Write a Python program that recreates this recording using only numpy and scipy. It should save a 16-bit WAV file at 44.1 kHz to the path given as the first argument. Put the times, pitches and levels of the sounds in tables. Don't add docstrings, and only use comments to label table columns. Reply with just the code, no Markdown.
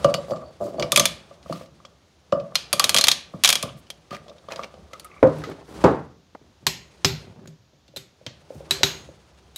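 import sys
import numpy as np
from scipy import signal
from scipy.fft import rfft, irfft, next_fast_len
from scipy.io import wavfile
from scipy.ndimage import uniform_filter1d, map_coordinates

SR = 44100
rng = np.random.default_rng(int(sys.argv[2]) if len(sys.argv) > 2 else 0)


def transcribe(signal):
    frames = np.atleast_2d(signal).T
    limited = np.clip(frames, -1, 1)
    pcm = np.round(limited * 32767).astype(np.int16)
    wavfile.write(sys.argv[1], SR, pcm)


def decibels_to_gain(level_db):
    exponent = np.asarray(level_db, float) / 20
    return 10 ** exponent


N = 422037

# (time [s], peak [dB], strongest ring [Hz], treble [dB], jolt into the housing [dB])
STROKES = [(0.9199, -2, 3473, -10.5, -13), (0.9607, 1, 2512, -11.5, -31), (0.9743, -2, 3358, -13, -12),
           (0.9963, -0.5, 6300, -14, -10.5), (1.0553, -2.5, 3500, -12.5, -28.5),
           (2.5547, -2.5, 4250, -20.5, -29.5), (2.729, -2.5, 4700, -10, -14.5), (2.796, -2, 4784, -13, -23),
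           (2.8416, -1, 3830, -12.5, -20), (2.8935, -2, 4273, -12.5, -21), (2.9446, -1, 3260, -14.5, -13.5),
           (2.964, -1.5, 3300, -18, -34), (2.9736, -1.5, 3260, -16.5, -41.5), (2.9843, -2, 3660, -16, -16),
           (3.011, -3, 4186, -17.5, -35.5), (3.04, -1.5, 4304, -17, -27), (3.0706, -5.5, 3672, -16, -21),
           (3.0833, 0, 3686, -15.5, -39), (3.1152, -1.5, 4250, -16.5, -27),
           (3.437, -5.5, 3447, -13.5, -29.5), (3.4465, 3, 3825, -17.5, -37),
           (3.456, -2.5, 3272, -14, -29.5), (3.476, -2.5, 3290, -15.5, -29), (3.49, 0.5, 3263, -10.5, -22),
           (3.5023, -4, 3334, -11, -32), (3.5271, -3.5, 3322, -13, -24.5),
           (3.5547, -3.5, 3290, -14.5, -27.5), (3.627, -12.5, 3528, -10.5, -19)]
# (time [s], peak [dB], strongest ring [Hz], treble [dB])
TICKS = [(0.0447, -17.5, 2830, -17.5), (0.141, -11, 2880, -19.5), (.2308, -51, 2400, -35),
         (0.308, -31.5, 4630, -38), (0.361, -39.5, 2300, -46), (.797, -19, 4720, -35.5),
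         (0.8252, -15.5, 2270, -70.5), (1.4287, -42, 2000, -38), (1.5266, -25.5, 4370, -16.5),
         (1.8513, -36.5, 3290, -51.5), (2.323, -25.5, 2930, -72), (2.3994, -37, 2530, -47),
         (2.548, -38, 4300, -13.5), (.167, -45, 3500, -30), (3.868, -45.5, 2970, -45),
         (1.306, -55, 3020, -37), (0.371, -45, 4430, -27.5), (1.497, -44.5, 3380, -37),
         (1.612, -51, 2300, -28), (1.659, -48.5, 3990, -30), (1.803, -61, 3320, -43.5)]
# (time [s], peak [dB], strongest ring [Hz], treble [dB], knock [dB])
SOCKET = [(3.9025, -22, 3220, -17, -36.5), (4.1087, -34, 4570, -21, -35.5), (4.13, -36, 4360, -33, -22.5),
          (4.1476, -29.5, 2400, -42, -29), (4.282, -42, 3480, -29, -43), (4.2955, -40.5, 3660, -38, -37.5),
          (4.383, -44.5, 3750, -41.5, -62), (4.487, -41, 3150, -30, -25.5),
          (4.5206, -24.5, 2500, -24, -23.5), (4.5603, -25, 4900, -27.5, -27.5),
          (4.593, -37, 2180, -37, -21), (4.6346, -25.5, 2310, -68, -33.5), (4.6435, -29, 2850, -53, -30.5),
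          (4.741, -45, 3030, -36, -31.5), (4.9332, -30.5, 2070, -20, -29.5),
          (4.9972, -29.5, 4440, -9, -57.5), (5.046, -34, 2180, -2, -46.5)]
# (time [s], peak [dB], strongest ring [Hz], treble [dB], ring [dB])
SNAPS = [(5.23, -42, 2250, -0.5, -28), (5.271, -41, 2960, -19, -19), (5.358, -48, 2400, 0, -17),
         (5.3855, -43, 2200, 2, -11), (5.438, -27, 1293, -32, 11), (5.4408, -35, 2000, -25, 15),
         (5.4984, -39.5, 2050, -7, -12), (5.841, -21.5, 1800, -21.5, -10.5), (6.667, -14.5, 1068, -40.5, 3),
         (6.6674, -2, 4130, -13.5, -2.5), (7.047, 0, 5110, -25, 0), (7.4747, -36, 6700, -14.5, -1.5),
         (7.88, -45.5, 3530, -26.5, 0), (7.962, -26, 4030, -5.5, 10), (7.9706, -22, 3660, -11, 3.5),
         (8.2647, -21.5, 3220, -32, -3), (8.709, -5, 3975, -13, 7.5), (8.8324, 0.5, 3880, -23.5, 4),
         (9.5603, -21, 3820, -2, 7)]
# (pitch [Hz], width [Hz], level [dB])
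PAWL = [(2366, 92, 0), (3260, 110, 0.5), (3617, 94, -5), (4180, 70, -2.5), (4720, 130, -6.5),
        (4960, 33, -11), (6430, 47, -15.5), (9180, 230, -7), (11730, 270, -11)]
SEAT = [(2500, 67, -16.5), (2970, 280, -24.5), (3880, 520, -20.5), (4630, 45, -20), (6300, 410, -4.5),
        (6860, 90, -8.5), (11600, 600, -9)]
# (frequency [Hz], level [dB per Hz])
PAWL_CRACK = [(410, -29), (700, -10.5), (1770, -7), (3380, -1.5), (6540, -4), (7460, -12.5), (11200, -19.5),
              (15200, -32), (16500, -39)]
SEAT_CRACK = [(290, -38.5), (500, -8), (1980, -3), (4290, 0.5), (7900, -9.5), (9300, -24.5), (11800, -18.5),
              (15100, -31), (16500, -38.5)]
# (pitch [Hz], level [dB], time to fall 60 dB [s])
FREE_HANDLE = [(2400, -1.5, 0.22), (3400, 12.5, 0.24), (3180, 4.5, 0.22), (5300, -4, .2), (6300, 1.5, 0.18),
               (7060, -3, .25), (8700, -4.5, .2)]
HANDLE = [(2480, -7.5, 0.12), (3290, 11, 0.085), (3660, -1, 0.17), (4250, -5, 0.06), (6600, -6, 0.081)]
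HEAD = [(2950, 2.5, 0.18), (4570, 3.5, 0.11), (5100, -1.5, .15), (7360, -3, 0.077), (9000, -6.5, 0.074)]
BURR = [(4090, -0.5, 0.4), (4470, -11.5, 0.22), (3800, -3.5, .2), (3448, -8.5, 0.16), (6600, -8.5, 0.48),
        (7300, -7, .2), (11500, -10, 0.19), (12300, -9, 0.27)]
# (time [s], shell [dB], collar [dB])
KNOCKS = [(.047, 2.5, -7), (0.145, -10, -18), (0.276, -40, -54), (0.3, -19, -51), (.311, -13, -53),
          (.319, -8.5, -26), (0.335, -29, -25), (.421, -44, -49), (.605, -25, -41), (.611, -14.5, -35),
          (.621, -14, -36), (.63, -20.5, -37.5), (.684, -24, -36.5), (.745, -22.5, -44.5),
          (0.756, -25.5, -45), (.79, -14, -40.5), (.812, -17.5, -35.5), (0.667, -24, -34),
          (.733, -28.5, -46), (.784, -16, -34), (.798, -11, -26), (0.83, -12, -23), (.842, -24.5, -29),
          (1.312, -32.5, -40), (1.461, -32, -35.5), (1.499, -16, -47), (1.525, -27, -20.5),
          (1.612, -27.5, -38), (1.85, -37, -36.5), (2.326, -2, -11.5), (2.522, -29.5, -37.5),
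          (3.339, -25, -35), (3.66, -29, -54), (0.976, -11.5, -11.5), (2.799, -30.5, -7),
          (4.486, -46.5, -30.5), (4.593, -44, -22), (.235, -43, -47), (.284, -24, -38),
          (.545, -43.5, -60.5), (1.802, -46, -42), (4.268, -39.5, -55), (4.285, -40, -44),
          (4.315, -34, -41), (4.441, -41.5, -50), (4.779, -36, -63), (4.912, -44, -45), (5.104, -55.5, -45),
          (5.164, -45, -37.5)]
# (time [s], shell [dB], bench [dB], collar [dB])
ROCKS = [
    (1.505, -31, -21, -46),
    (3.34, -37.5, -25.5, -39.5),
    (3.635, -27, -22, -39),
    (3.673, -40, -33.5, -44),
    (4.111, -43, -28, -48),
]
# (time [s], shell [dB], bench [dB], chamber [dB])
OPEN_KNOCKS = [(5.229, 5, -10, -3), (5.842, -1.5, -16.5, -14), (5.438, -21.5, -45.5, -40),
               (5.492, -25.5, -32.5, -25.5), (6.625, -65.5, -38.5, -51.5), (6.665, -31.5, -20.5, -20.5),
               (7.045, -36, -11.5, -11.5), (7.411, -49.5, -37, -36.5), (7.474, -43, -32.5, -38.5),
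               (7.733, -43.5, -51.5, -72.5), (7.887, -44, -45, -66), (7.94, -34, -53, -62.5),
               (7.965, -26, -35.5, -34), (8.214, -34, -49.5, -60), (8.264, -27.5, -30.5, -54.5),
               (8.506, -17.5, -58, -39.5), (8.551, -50.5, -30, -44.5), (8.607, -22, -61, -60),
               (8.709, -47.5, -26.5, -22.5), (8.81, -20, -49, -49.5), (8.832, -40, -18.5, -13.5),
               (9.09, -25.5, -36.5, -45.5), (5.238, -7.5, -28.5, -4.5), (5.248, 2.5, -30, -20.5),
               (5.258, -11.5, -26.5, -26.5), (5.281, -12, -29, -26), (5.505, -49.5, -45.5, -32),
               (5.522, -49.5, -54.5, -40.5), (5.592, -38, -55, -41), (5.612, -35, -48.5, -40.5),
               (5.69, -41.5, -52.5, -46), (5.763, -47.5, -50.5, -39), (5.797, -33.5, -45.5, -36.5),
               (5.858, -6.5, -20, -15)]
# (pitch [Hz], width [Hz], level [dB])
SHELL = [(573, 37, 7), (526, 120, -8), (652, 9.3, 0)]
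BENCH = [(100, 15, -11), (161, 34, 8), (330, 120, 0.5), (403, 5.7, -6)]
COLLAR = [(1183, 83, 4.5), (1390, 22, -13)]
OPEN_SHELL = [(530, 26, 5.5), (710, 150, -21.5)]
OPEN_BENCH = [(126, 21, 3), (153.6, 6.2, 10), (238, 98, -4)]
CHAMBER = [(391.7, 14, 3.5), (287, 30, -4.5)]
# (time [s], peak [dB], time to fall 60 dB [s])
THUDS = [
    (5.228, 0, 0.044),
    (5.839, -1.5, 0.19),
]
# (time [s], peak [dB], time to fall 60 dB [s])
TAP = [
    (6.349, -26, 0.028),
]
# (frequency [Hz], level [dB per Hz])
LANDING = [(35, -52), (60, -19.5), (260, -6.5), (404, -6.5), (520, -2.5), (683, -13), (955, -11.5),
           (1450, -22), (2200, -35), (9000, -60.5), (11700, -83), (19800, -120)]
FINGER = [(60, -30), (200, 3), (900, 0.5), (2000, -12.5), (2700, -22), (15000, -49)]
# (start [s], end [s], pitch [Hz], width [Hz],
# level [dB])
SCRAPES = [(7.22, 7.46, 153, 410, -48), (4.109, 4.174, 1214, 62, -40), (4.107, 4.169, 1540, 3000, -42.5),
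           (4.503, 4.543, 840, 2000, -39.5), (4.48, 4.66, 860, 690, -50.5), (.64, .85, 330, 130, -40.5),
           (4.627, 4.654, 1100, 2600, -43), (5.417, 5.525, 1200, 1300, -46.5),
           (4.93, 4.965, 1248, 110, -43.5), (5.043, 5.075, 1290, 59, -44.5), (5.1, 5.2, 1200, 170, -59.5),
           (5.082, 5.197, 2200, 330, -55.5), (6.378, 6.528, 110, 410, -57.5),
           (5.75, 5.838, 780, 400, -55.5), (5.47, 5.54, 340, 300, -36.5), (5.56, 5.63, 465, 610, -47),
           (5.68, 5.838, 240, 550, -44.5), (4.48, 4.505, 3500, 170, -59), (4.26, 4.33, 560, 180, -47.5),
           (.07, .13, 4600, 250, -56), (.29, .34, 4620, 300, -54), (.44, .54, 4550, 280, -64),
           (.62, .71, 4600, 260, -64), (.77, .79, 4550, 250, -57), (.15, .22, 7450, 250, -61),
           (.3, .4, 7450, 260, -66), (.61, .67, 7450, 260, -65), (.42, .51, 600, 150, -45),
           (.31, .44, 1170, 90, -45), (.61, .72, 540, 250, -44), (3.63, 3.7, 1150, 300, -45),
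           (3.64, 3.71, 3000, 900, -51)]
# (time [s], effort [dB])
HANDS = [(0, -40), (.59, -59.5), (.88, -49), (1.17, -55), (2.16, -68.5), (2.96, -46), (3.221, -61),
         (3.57, -53), (3.92, -62.5), (5.22, -55.5), (5.4, -43.5), (5.639, -59), (5.818, -38.5),
         (6.16, -75.5), (7.202, -54), (7.65, -87.5), (8.87, -45), (9.17, -60.5)]
# (frequency [Hz], level [dB per Hz])
RUMBLE = [(18, -63), (30, -23.5), (45, -22), (65, 5), (108, -14.5), (160, -3), (450, -34.5), (580, -63.5),
          (990, -120)]
RUSTLE = [(820, -30), (1400, -7), (1990, -6.5), (4050, -8.5), (10100, -19), (15200, -47), (16000, -29.5),
          (16500, -51)]
# (start [s], end [s], pitch [Hz], width [Hz], level [dB])
SLEEVES = [(0.26, 0.36, 5600, 9000, -55), (0.578, 0.75, 4630, 8640, -53), (1.42, 1.7, 2500, 5556, -49.5),
           (3.76, 3.82, 9300, 6040, -58), (8.47, 8.66, 5980, 9000, -61.5), (5.62, 5.84, 5000, 8000, -57),
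           (3.28, 3.43, 3700, 7025, -65), (4.088, 4.216, 2500, 4000, -54.5),
           (4.463, 4.7, 2500, 4000, -52.5), (4.905, 5.065, 2500, 4000, -59), (5.297, 5.56, 9000, 6900, -74)]
# (frequency [Hz], time to fall 60 dB [s])
GARAGE = [(100, 0.63), (500, 0.33), (2000, .43), (5000, 0.34), (8000, 0.27), (13000, 0.2), (16000, .15)]
# (frequency [Hz], level [dB per Hz])
AIR = [(15, -36.5), (25, -8), (80, -1.5), (433, -16), (553, -15), (1980, -26), (3510, -22.5), (6730, -26.5),
       (8140, -41.5), (15200, -43.5), (16500, -54)]


def unit(x):
    return x / np.sqrt(np.mean(x ** 2) + 1e-20)


def along(points, hz):
    f, v = np.transpose(points)
    return np.interp(np.log(hz + 1), np.log(f + 1), v)


def filtered(x, response):
    size = next_fast_len(len(x) + min(len(x) // 2, 8192))
    hz = np.fft.rfftfreq(size, 1 / SR)
    return irfft(rfft(x, size) * response(hz), size)[:len(x)]


def resonant(modes):
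    def response(f):
        return sum((-1) ** k * decibels_to_gain(db) * 1j * f * w / (c * c - f * f + 1j * f * w)
                   for k, (c, w, db) in enumerate(modes))
    return response


def coloured(spectrum, size):
    return unit(filtered(rng.standard_normal(size), lambda hz: decibels_to_gain(along(spectrum, hz))))


def even(x):
    z = rfft(x, 2 * len(x))
    power = uniform_filter1d(np.abs(z) ** 2, size=80)
    return irfft(z / np.sqrt(np.abs(power) + 1e-12))[:len(x)]


def even_burst(raw, spectrum):
    return unit(filtered(even(raw), lambda hz: decibels_to_gain(along(spectrum, hz)))) * raw.std()


def lumpy_run(size, hz, width, lumps_db, hold):
    lumps = np.repeat(rng.standard_normal(size // hold + 1), hold)[:size]
    slips = rng.standard_normal(size) * decibels_to_gain(lumps_db * lumps)
    return unit(filtered(slips, lambda f: resonant([(hz, width, 0)])(f) ** 2))


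def add(track, s, x):
    part = track[round(s * SR):][:len(x)]
    part += x[:len(part)]


def ratchet_contacts():
    loaded = [(s, db, hz, treble_db, -1) for s, db, hz, treble_db, _ in STROKES]
    slack = [(*row, -1) for row in TICKS]
    wobble = [(s, db, hz, treble_db, 1) for s, db, hz, treble_db, _ in SOCKET]
    return loaded, slack + wobble


def clicks(rows, crack, modes, ring_db, spike_db, t60, shared):
    track, spread = np.zeros(N), np.zeros(N)
    t = np.arange(SR // 16) / SR
    for s, db, own_hz, treble_db, own_db in rows:
        def tilt(hz):
            return decibels_to_gain(along([(6000, 0.0025), (9500, treble_db + 23.0)], hz))

        fade = decibels_to_gain(-60 * t / t60)
        raw = rng.standard_normal(len(t)) * (fade + decibels_to_gain(spike_db - 60 * t / 0.0017))
        burst = filtered(even_burst(raw, crack), tilt)
        ring = np.zeros(len(t))
        for c, w, g in modes:
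            level = decibels_to_gain(g + rng.normal(0, 1.0) + ring_db) * tilt(c)
            ring += level * np.exp(-np.pi * w * t) * np.sin(2 * np.pi * c * t + rng.uniform(0, 2 * np.pi))
        drift = np.cumsum(rng.normal(0, .09, len(t)))
        own = decibels_to_gain(own_db) * fade ** 0.66 * np.sin(2 * np.pi * own_hz * t + drift)
        x = (burst + ring + own) * (1 - np.exp(-t / 0.000093))
        x *= decibels_to_gain(db) / np.abs(x).max()
        add(track, s, x)

        def hump(hz):
            own_peak = 0.26 * decibels_to_gain(own_db) / (1 + ((hz - own_hz) / 260) ** 2)
            peaks = 1 + shared * np.abs(resonant(modes)(hz)) + own_peak
            return decibels_to_gain(along(crack, hz)) * tilt(hz) * peaks

        impulse = 1. * (np.arange(len(t)) == SR // 500)
        blow = filtered(impulse, hump)
        add(spread, s, blow * np.linalg.norm(x) / np.linalg.norm(blow))
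    return track, spread


def ringing(rows, modes, under_db):
    track, t = np.zeros(N), np.arange(SR // 3) / SR
    top_db = max(g for _, g, _ in modes)
    for s, db, own_hz, *_ in rows:
        struck = (own_hz, top_db - 5.5, 0.087)
        hz, level_db, t60 = np.transpose(modes + [struck])[:, :, None]
        luck, phase = rng.normal(0, 3, hz.shape), rng.uniform(0, 2 * np.pi, hz.shape)
        wander = .14 * (hz / 4000) ** .6
        smear = np.cumsum(wander * rng.standard_normal((len(hz), len(t))), axis=1)
        grip = rng.normal(1, .008)
        level = decibels_to_gain(db + under_db + level_db - top_db + luck - 60 * t / t60)
        partials = level * np.sin(2 * np.pi * hz * grip * t + phase + smear)
        add(track, s, np.sum(partials, axis=0))
    return track


def steel_rings():
    loose = 5
    strong_snaps = [row for row in SNAPS if row[1] > -10 or row[4] > 4]
    return (ringing(STROKES[:loose], FREE_HANDLE, -27) + ringing(STROKES[loose:], HANDLE, -21.5)
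            + ringing(strong_snaps, BURR, -28) + ringing(TICKS, HEAD, -20.5))


def loaded_knocks():
    listed = [(s, db, -17.5 + 0.84 * db, collar_db) for s, db, collar_db in KNOCKS]
    by_pawl = [(s + 0.0066, db, db - 12, db - 2.5) for s, *_, db in STROKES]
    by_socket = [(s, db, db - 15.5, db - 12.5) for s, *_, db in SOCKET]
    return listed + by_pawl + by_socket + ROCKS


def housing(rows, bodies, gains_db):
    s, *levels = np.transpose(rows)
    t = np.arange(SR // 4) / SR
    looseness = np.clip(-levels[0] / 14 - .3, 0, 1)
    scuff = np.sqrt(t / .004) * np.exp(-t / .009)
    chatter = looseness[:, None] * rng.standard_normal((len(s), len(t))) * scuff
    shifts = 1 + 0.023 * looseness[:, None] * rng.uniform(-0.018, 1, (len(s), len(bodies)))
    lags, contacts = (-.0015, .003, 0.), (.00035, .0005, .0002)
    touch = (1, 1, 0)
    out = np.zeros(N)
    for db, modes, lag, contact, gain_db, shift, held in zip(
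            levels, bodies, lags, contacts, gains_db, shifts.T, touch):
        soft = np.exp(-((t - 2.08 * contact) / contact) ** 2) * 0.00018 / contact
        for when, level, rough, by, loose in zip(s, db, chatter, shift, looseness):
            wider = 1 + 1.7 * loose * held
            touched = [(c * by ** held, w * wider, g) for c, w, g in modes]
            answer = filtered(soft + .13 * rough, resonant(touched))
            add(out, when + lag, decibels_to_gain(level + gain_db) / np.sqrt(wider) * answer)
    return out


def landing(rows, spectrum):
    track, t = np.zeros(N), np.arange(SR // 2) / SR
    for s, db, t60 in rows:
        raw = rng.standard_normal(len(t)) * decibels_to_gain(-60 * t / t60)
        add(track, s, decibels_to_gain(db - 3.5) * (1 - np.exp(-t / 0.00061)) * even_burst(raw, spectrum))
    return track


def scrapes():
    track = np.zeros(N)
    for start, end, hz, width, db in SCRAPES:
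        size = round((end - start) * SR)
        slips = lumpy_run(size, hz, width, lumps_db=5, hold=200)
        add(track, start, decibels_to_gain(db) * np.hanning(size) ** 0.023 * slips)
    return track


def hands():
    rub_db = np.interp(np.arange(N) / SR, *np.transpose(HANDS))
    swing_db = rub_db + 53
    rumble_db, rustle_db = -52 + 0.86 * swing_db, -58.5 + 0.84 * swing_db

    def lumps(rate):
        return map_coordinates(rng.standard_normal(int(N * rate / SR) + 4), [np.arange(N) * rate / SR])

    slips = rng.standard_normal(N) * decibels_to_gain(4 * lumps(40))
    held = np.interp(np.arange(N) / SR, [5.1, 5.25], [1, .35])
    housing_rub = held * unit(filtered(slips, resonant(SHELL + COLLAR)))
    skin = coloured([(200, -26.0), (330, -3.0), (800, -9.0), (1500, -16.5), (2400, -44.5)], N)
    rub = unit(housing_rub + 3.3 * skin)
    rustle = unit(coloured(RUSTLE, N) * decibels_to_gain(2.5 * lumps(60)))
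    rumble = unit(coloured(RUMBLE, N) * decibels_to_gain(3.5 * lumps(15)))
    return decibels_to_gain(rumble_db) * rumble + decibels_to_gain(rub_db) * rub + decibels_to_gain(rustle_db) * rustle


def sleeves():
    track = np.zeros(N)
    for start, end, hz, width, db in SLEEVES:
        size = round((end - start) * SR)
        cloth = lumpy_run(size, hz, width, lumps_db=2, hold=300)
        add(track, start, decibels_to_gain(db) * np.hanning(size) * cloth)
    return track


def garage(x):
    out, step = np.zeros(N), SR // 5
    for k in range(0, N, step):
        hz, t, z = signal.stft(rng.standard_normal(SR * 3 // 5), SR, nperseg=256)
        fade = decibels_to_gain(-60 * t / along(GARAGE, hz)[:, None])
        tail = signal.istft(z * fade, SR, nperseg=256)[1]
        echo = signal.fftconvolve(x[k:k + step], tail / np.linalg.norm(tail))
        add(out, k / SR + 0.0028, echo)
    return out


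def scene():
    loaded_clicks, slack_ticks = ratchet_contacts()
    pawl, pawl_blows = clicks(loaded_clicks, PAWL_CRACK, PAWL,
                              ring_db=-7.5, spike_db=5.5, t60=0.03, shared=0.77)
    tick, tick_blows = clicks(slack_ticks, PAWL_CRACK, PAWL,
                              ring_db=-5.5, spike_db=6.0, t60=0.034, shared=0.6)
    seat, seat_blows = clicks(SNAPS, SEAT_CRACK, SEAT,
                              ring_db=-17, spike_db=7, t60=0.035, shared=0.47)
    rings = steel_rings()
    loaded = housing(loaded_knocks(), (SHELL, BENCH, COLLAR), gains_db=(16, 16, 16))
    opened = housing(OPEN_KNOCKS, (OPEN_SHELL, OPEN_BENCH, CHAMBER), gains_db=(13, 21, 21))
    drop, drag = landing(THUDS, LANDING), scrapes()

    ratchet = pawl_blows + .4 * pawl + .5 * (tick_blows + .4 * tick)
    steel = decibels_to_gain(-12) * ratchet + decibels_to_gain(-8) * (seat_blows + .25 * seat)
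    damped = decibels_to_gain(-8) * opened
    collar_dip = [(800, -0.5), (1100, -6.5)]
    loaded_feed = filtered(decibels_to_gain(-3.5) * loaded, lambda hz: decibels_to_gain(along(collar_dip, hz)))
    wet = garage(steel + loaded_feed + damped + decibels_to_gain(-7.0) * drop + decibels_to_gain(-12.5) * drag)

    direct = decibels_to_gain(2.0) * (pawl + tick + seat) + rings + loaded + opened + drop + drag
    soft = landing(TAP, FINGER) + hands() + sleeves()
    return (direct + soft + wet + decibels_to_gain(-60.0) * coloured(AIR, N))[None]


def band_limit(x):
    return signal.sosfilt(signal.butter(12, 16990, fs=SR, output="sos"), x)


def record(dry):
    thin = signal.sosfilt(signal.butter(4, 58, "high", fs=SR, output="sos"), dry[0])
    rounded = thin / (1 + np.abs(thin) ** 8) ** (1 / 8)
    band = [(25, -12.5), (50, 0.0), (15700, -0.5), (16600, -26.5), (17500, -94.5)]  # (Hz, dB)
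    flat = filtered(rounded, lambda hz: decibels_to_gain(along(band, hz)))
    return band_limit(np.clip(flat, -1, 1)[None])


dry = scene()
out = record(dry)
transcribe(out)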